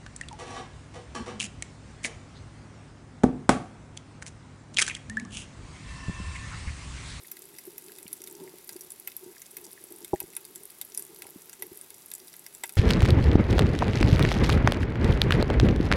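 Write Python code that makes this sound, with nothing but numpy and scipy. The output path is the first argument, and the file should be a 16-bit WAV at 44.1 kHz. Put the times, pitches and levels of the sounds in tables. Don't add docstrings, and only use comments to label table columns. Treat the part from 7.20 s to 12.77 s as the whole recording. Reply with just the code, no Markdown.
import sys
import numpy as np
from scipy import signal
from scipy.fft import rfft, irfft, next_fast_len
from scipy.io import wavfile
from scipy.ndimage import map_coordinates

SR = 44100
rng = np.random.default_rng(int(sys.argv[2]) if len(sys.argv) > 2 else 0)


def bounce(signal):
    frames = np.transpose(np.atleast_2d(signal))
    limited = np.clip(frames, -1, 1)
    pcm = np.round(limited * 32767).astype(np.int16)
    wavfile.write(sys.argv[1], SR, pcm)


N = 245637

# start in seconds, crack level in dB, crack's spectral hump in Hz, body level in dB.
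# Both levels are rms over the first 10 ms.
NEAR_SNAPS = [(0.115, -36.5, 14500, -54.5), (0.168, -48, 4000, -53.5), (0.22, -47.0, 6400, -67),
              (0.3849, -43.0, 5540, -51), (0.58, -38.5, 14300, -58.5), (0.719, -47.5, 4230, -58),
              (0.7846, -46, 3700, -56), (0.8791, -44.5, 4300, -57), (0.929, -32.5, 10800, -59),
              (1.039, -42.5, 6300, -61), (1.073, -43, 3780, -53), (1.4916, -39, 4600, -49.5),
              (1.5303, -47, 6330, -68), (1.563, -45, 4600, -58), (1.6083, -42.0, 6000, -65),
              (1.7036, -42, 8150, -68), (1.719, -40, 9900, -62), (1.874, -33.5, 13300, -42.0),
              (1.9658, -35, 12500, -76), (2.2178, -43, 6450, -56), (2.368, -37.5, 13600, -47.5),
              (2.6393, -43.5, 10300, -72), (2.846, -39.5, 3470, -53), (3.002, -31.5, 11900, -44.0),
              (3.1655, -31.5, 9900, -45.0), (3.2506, -43.5, 4330, -65), (3.3575, -40.5, 7500, -63),
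              (3.613, -33.5, 3600, -49.0), (3.747, -39, 6360, -62.0), (3.775, -28.5, 9560, -63.0),
              (3.795, -37.5, 11600, -59), (3.8233, -41, 8700, -75), (4.0204, -41.0, 3900, -46.0),
              (4.0676, -46, 10200, -57.0), (4.295, -45.5, 5600, -58), (4.3297, -46.5, 6340, -53),
              (4.4223, -33, 11900, -42), (4.612, -41.5, 9650, -64), (4.704, -44.5, 3680, -57.5),
              (4.915, -39.5, 3830, -53), (4.937, -36.5, 8550, -63.0), (4.9506, -40, 7760, -73),
              (5.139, -49.5, 3870, -53.5), (5.264, -42.5, 5170, -51), (5.349, -43.5, 8100, -59.5),
              (5.436, -34, 7600, -34), (5.4929, -41, 3700, -49.0)]
# frequency in Hz, gain in dB.
WALL_TRANSMISSION = [(300, -30), (700, -20), (1250, -22), (1800, -15), (3000, -13), (4200, -11),
                     (6400, -10), (8700, -5), (10500, 0), (13400, -3), (14100, -7), (15100, -7),
                     (15800, -16)]
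# frequency in Hz, bandwidth in Hz, gain over the direct path in dB.
WALL_RESONANCES = [(797, 35, 10), (925, 50, 14), (1380, 28, 13), (1620, 80, 12), (2000, 80, 13),
                   (2150, 65, 12), (2560, 60, 11), (3380, 90, 0), (3620, 80, 4), (4880, 280, 1),
                   (5740, 120, 7), (6930, 200, -1), (7500, 300, 1), (8010, 170, 1), (9160, 220, 0),
                   (10400, 550, -4), (11300, 400, -6), (13050, 600, -1)]
# start in seconds, pitch in Hz, peak level in dB.
BUBBLE_POPS = [(0.046, 1910, -44), (0.695, 1740, -46.5), (0.866, 2600, -37), (1.276, 2030, -43),
               (2.166, 1900, -43), (2.576, 1720, -44.5), (2.958, 1970, -41.5), (4.044, 2540, -44)]
# start in seconds, peak level in dB, rise in seconds, upper cutoff in Hz.
CASE_IMPACTS = [(0.469, -36, 0.0075, 455), (0.849, -41, 0.0024, 242), (1, -42.5, 0.0035, 450),
                (1.211, -35.5, 0.0053, 460), (1.335, -39, .0016, 560), (1.553, -36.5, 0.0047, 457),
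                (2.042, -46, 0.0012, 500), (2.058, -40.5, 0.0021, 403), (2.637, -42, 0.0011, 584),
                (2.708, -40.5, .004, 516), (2.831, -41, .003, 457), (2.932, -13, 0.00034, 830),
                (3.015, -37, 0.00034, 980), (3.035, -36, 0.00022, 418), (4.036, -46, 0.0017, 1200),
                (4.052, -42.5, 0.00035, 1100), (4.082, -47, .0006, 900), (4.154, -35.5, 0.0025, 285),
                (4.422, -42.5, 0.00094, 1500), (4.513, -38, 0.0007, 385), (5.434, -35, 0.0019, 2200)]
# frequency in Hz, relative level in dB, 60 dB decay time in seconds.
CASE_MODES = [(105, -9, .03), (168, -9, .04), (365, 0, .042), (630, -8, .04), (812, -4, .04),
              (920, -11, .04)]
# time in seconds, level in dB.
FLOW_LEVELS = [(0.0, -63.5), (0.5, -58), (0.72, -52.5), (1.05, -62.5), (1.21, -43), (1.42, -64.5),
               (1.54, -55.5), (1.98, -70), (2.07, -46.5), (2.21, -74.5), (2.43, -51.5), (2.59, -63.5),
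               (2.79, -49), (2.87, -61.2), (3.35, -57.5), (3.6, -67), (3.88, -53), (4.33, -64),
               (4.47, -50.5), (4.62, -65.5), (5.56, -63)]
# frequency in Hz, relative spectral density in dB.
HUM_SPECTRUM = [(25, -39), (70, -39), (150, -14.5), (250, -20), (315, -7), (368, 2.5), (425, -3.5),
                (520, -28.5), (720, -28.5), (910, -15.5), (1100, -37), (2500, -59)]
# frequency in Hz, relative spectral density in dB.
WASH_SPECTRUM = [(25, -16), (70, -9.5), (170, -1), (350, -3), (600, -6), (1000, -7.5), (2000, -11),
                 (4000, -10), (8000, -12), (15000, -13.5)]


def near_shrimp(crack_hz=(3850, 15700), body_hz=(754, 3330)):
    track = np.zeros(N)
    starts, crack_db, hump_hz, body_db = np.transpose(NEAR_SNAPS)[:, :, None]
    hump = spectral_hump(hump_hz, height_db=8, width_octaves=0.19)
    cracks = amp(crack_db) * snap_band(len(starts), crack_hz, linger=1.61, colour=hump)
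    bodies = amp(body_db) * snap_band(len(starts), body_hz, linger=2.2, colour=np.ones_like)
    for start, snap in zip(starts.ravel(), cracks + bodies):
        add(track, start, snap)
    return track


def snap_band(count, band_hz, linger, colour):
    bursts = collapses(count, echo_db=-35.5, linger=linger)
    snaps = filtered(bursts, lambda hz: wall_response(hz) * colour(hz))
    snaps = butterworth(snaps, 2, band_hz, "band")
    return snaps / snaps[:, :SR // 100].std(axis=1, keepdims=True)


def collapses(count, echo_db, linger=1):
    def envelope(age):
        onset = np.clip(age / .00035, 0, 1)
        crack = np.exp(-(age / .0012) ** 2)
        scatter = .8 * np.exp(-np.abs(age) / .0033)
        return onset * (crack + scatter)

    t = np.arange(SR // 25) / SR
    smear, delay_s = rng.uniform((.85, .0082), (1.3, .0115), (count, 2)).T[:, :, None]
    stretch = smear * linger
    echo = amp(echo_db) * envelope((t - delay_s) / stretch)
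    return (envelope(t / stretch) + echo) * rng.standard_normal((count, len(t)))


def wall_response(hz):
    cepstrum = irfft(np.log(gain_along(WALL_TRANSMISSION, hz)))
    half = len(cepstrum) // 2
    cepstrum[1:half] *= 2
    cepstrum[half + 1:] = 0
    ring = sum(amp(db) * 1j * hz * width / (centre ** 2 - hz ** 2 + 1j * hz * width)
               for centre, width, db in WALL_RESONANCES)
    return np.exp(rfft(cepstrum)) * (1 + ring)


def shrimp_colony(count=600, level_db=-54.5, spread_db=16.5, centre_hz=11230, scatter_octaves=0.91):
    track = np.zeros(N)
    moments, nearness = rng.random((count, 2)).T
    hump_hz = centre_hz * 2 ** (scatter_octaves * rng.standard_normal((count, 1)))
    hump = spectral_hump(hump_hz, height_db=14.5, width_octaves=0.53)
    snaps = filtered(collapses(count, echo_db=-27), hump)
    snaps /= snaps.std(axis=1, keepdims=True)
    for start, gain, snap in zip(moments * N / SR, amp(spread_db * nearness ** 2), snaps):
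        add(track, start, gain * snap)
    return amp(level_db) * unit(filtered(track, wall_response))


def far_shrimp(level_db=-58, grain_db=3):
    fizz = rng.standard_normal(N) * amp(grain_db * wobble(400))
    return amp(level_db) * unit(filtered(fizz, wall_response))


def bubble_pops(edge_ratio=1.13):
    track = np.zeros(N)
    for (start, hz, peak_db), burst in zip(BUBBLE_POPS, collapses(len(BUBBLE_POPS), echo_db=-23)):
        pop = butterworth(burst, 2, (hz / edge_ratio, hz * edge_ratio), "band")
        add(track, start, amp(peak_db) * pop / np.abs(pop).max())
    return track


def case_knocks_and_slaps(soft_band_ratio=0.75, slip_s=.0012):
    track = np.zeros(N)
    t = np.arange(SR // 8) / SR
    for start, peak_db, rise_s, high_hz in CASE_IMPACTS:
        ring = sum(amp(db - 60 * t / t60) * np.cos(2 * np.pi * hz * (1 + rng.normal(0, 0.0011)) * t)
                   for hz, db, t60 in CASE_MODES)
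        swell = 1 - np.exp(-(t / rise_s) ** 2)
        impact = butterworth(ring * swell, 6, high_hz, "low")
        low_hz = high_hz * soft_band_ratio / (1 + (slip_s / rise_s) ** 2)
        impact = butterworth(impact, 2, low_hz, "high")
        add(track, start, amp(peak_db) * impact / np.abs(impact).max())
    return track


def flow_hum(buffet_db=3.5):
    flow_db = np.interp(np.arange(N) / SR, *np.transpose(FLOW_LEVELS))
    return amp(flow_db) * unit(noise(HUM_SPECTRUM) * amp(buffet_db * wobble(35)))


def sea_wash(level_db=-57.5):
    return amp(level_db) * noise(WASH_SPECTRUM)


def amp(db):
    return 10 ** (np.asarray(db) / 20)


def unit(x):
    return x / np.sqrt(np.mean(x ** 2) + 1e-20)


def gain_along(points, hz):
    point_hz, db = np.transpose(points)
    return amp(np.interp(np.log(hz + 1), np.log(point_hz + 1), db))


def spectral_hump(centre_hz, height_db, width_octaves):
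    return lambda hz: 1 + amp(height_db) * np.exp(-(np.log2((hz + 1) / centre_hz) / width_octaves) ** 2)


def wobble(rate):
    knots = rng.standard_normal(int(N * rate / SR) + 4)
    return map_coordinates(knots, [np.arange(N) * rate / SR])


def filtered(x, response):
    length = x.shape[-1]
    padded = 2 * next_fast_len(length // 2 + 4096)
    hz = np.fft.rfftfreq(padded, 1 / SR)
    return irfft(rfft(x, padded) * response(hz), padded)[..., :length]


def butterworth(x, order, cutoff_hz, kind):
    return signal.sosfilt(signal.butter(order, cutoff_hz, kind, fs=SR, output="sos"), x)


def noise(spectrum):
    return unit(filtered(rng.standard_normal(N), lambda hz: gain_along(spectrum, hz)))


def add(track, start_s, sound):
    span = track[max(round(start_s * SR), 0):][:len(sound)]
    span += sound[:len(span)]


def scene():
    crackle = shrimp_colony()
    wash = sea_wash()
    shrimp = near_shrimp() + crackle + far_shrimp()
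    return (shrimp + bubble_pops() + case_knocks_and_slaps() + flow_hum() + wash)[None]


def record(dry):
    return filtered(dry, lambda hz: 1 / np.sqrt(1 + (hz / 16000) ** 160))


dry = scene()
out = record(dry)
bounce(out)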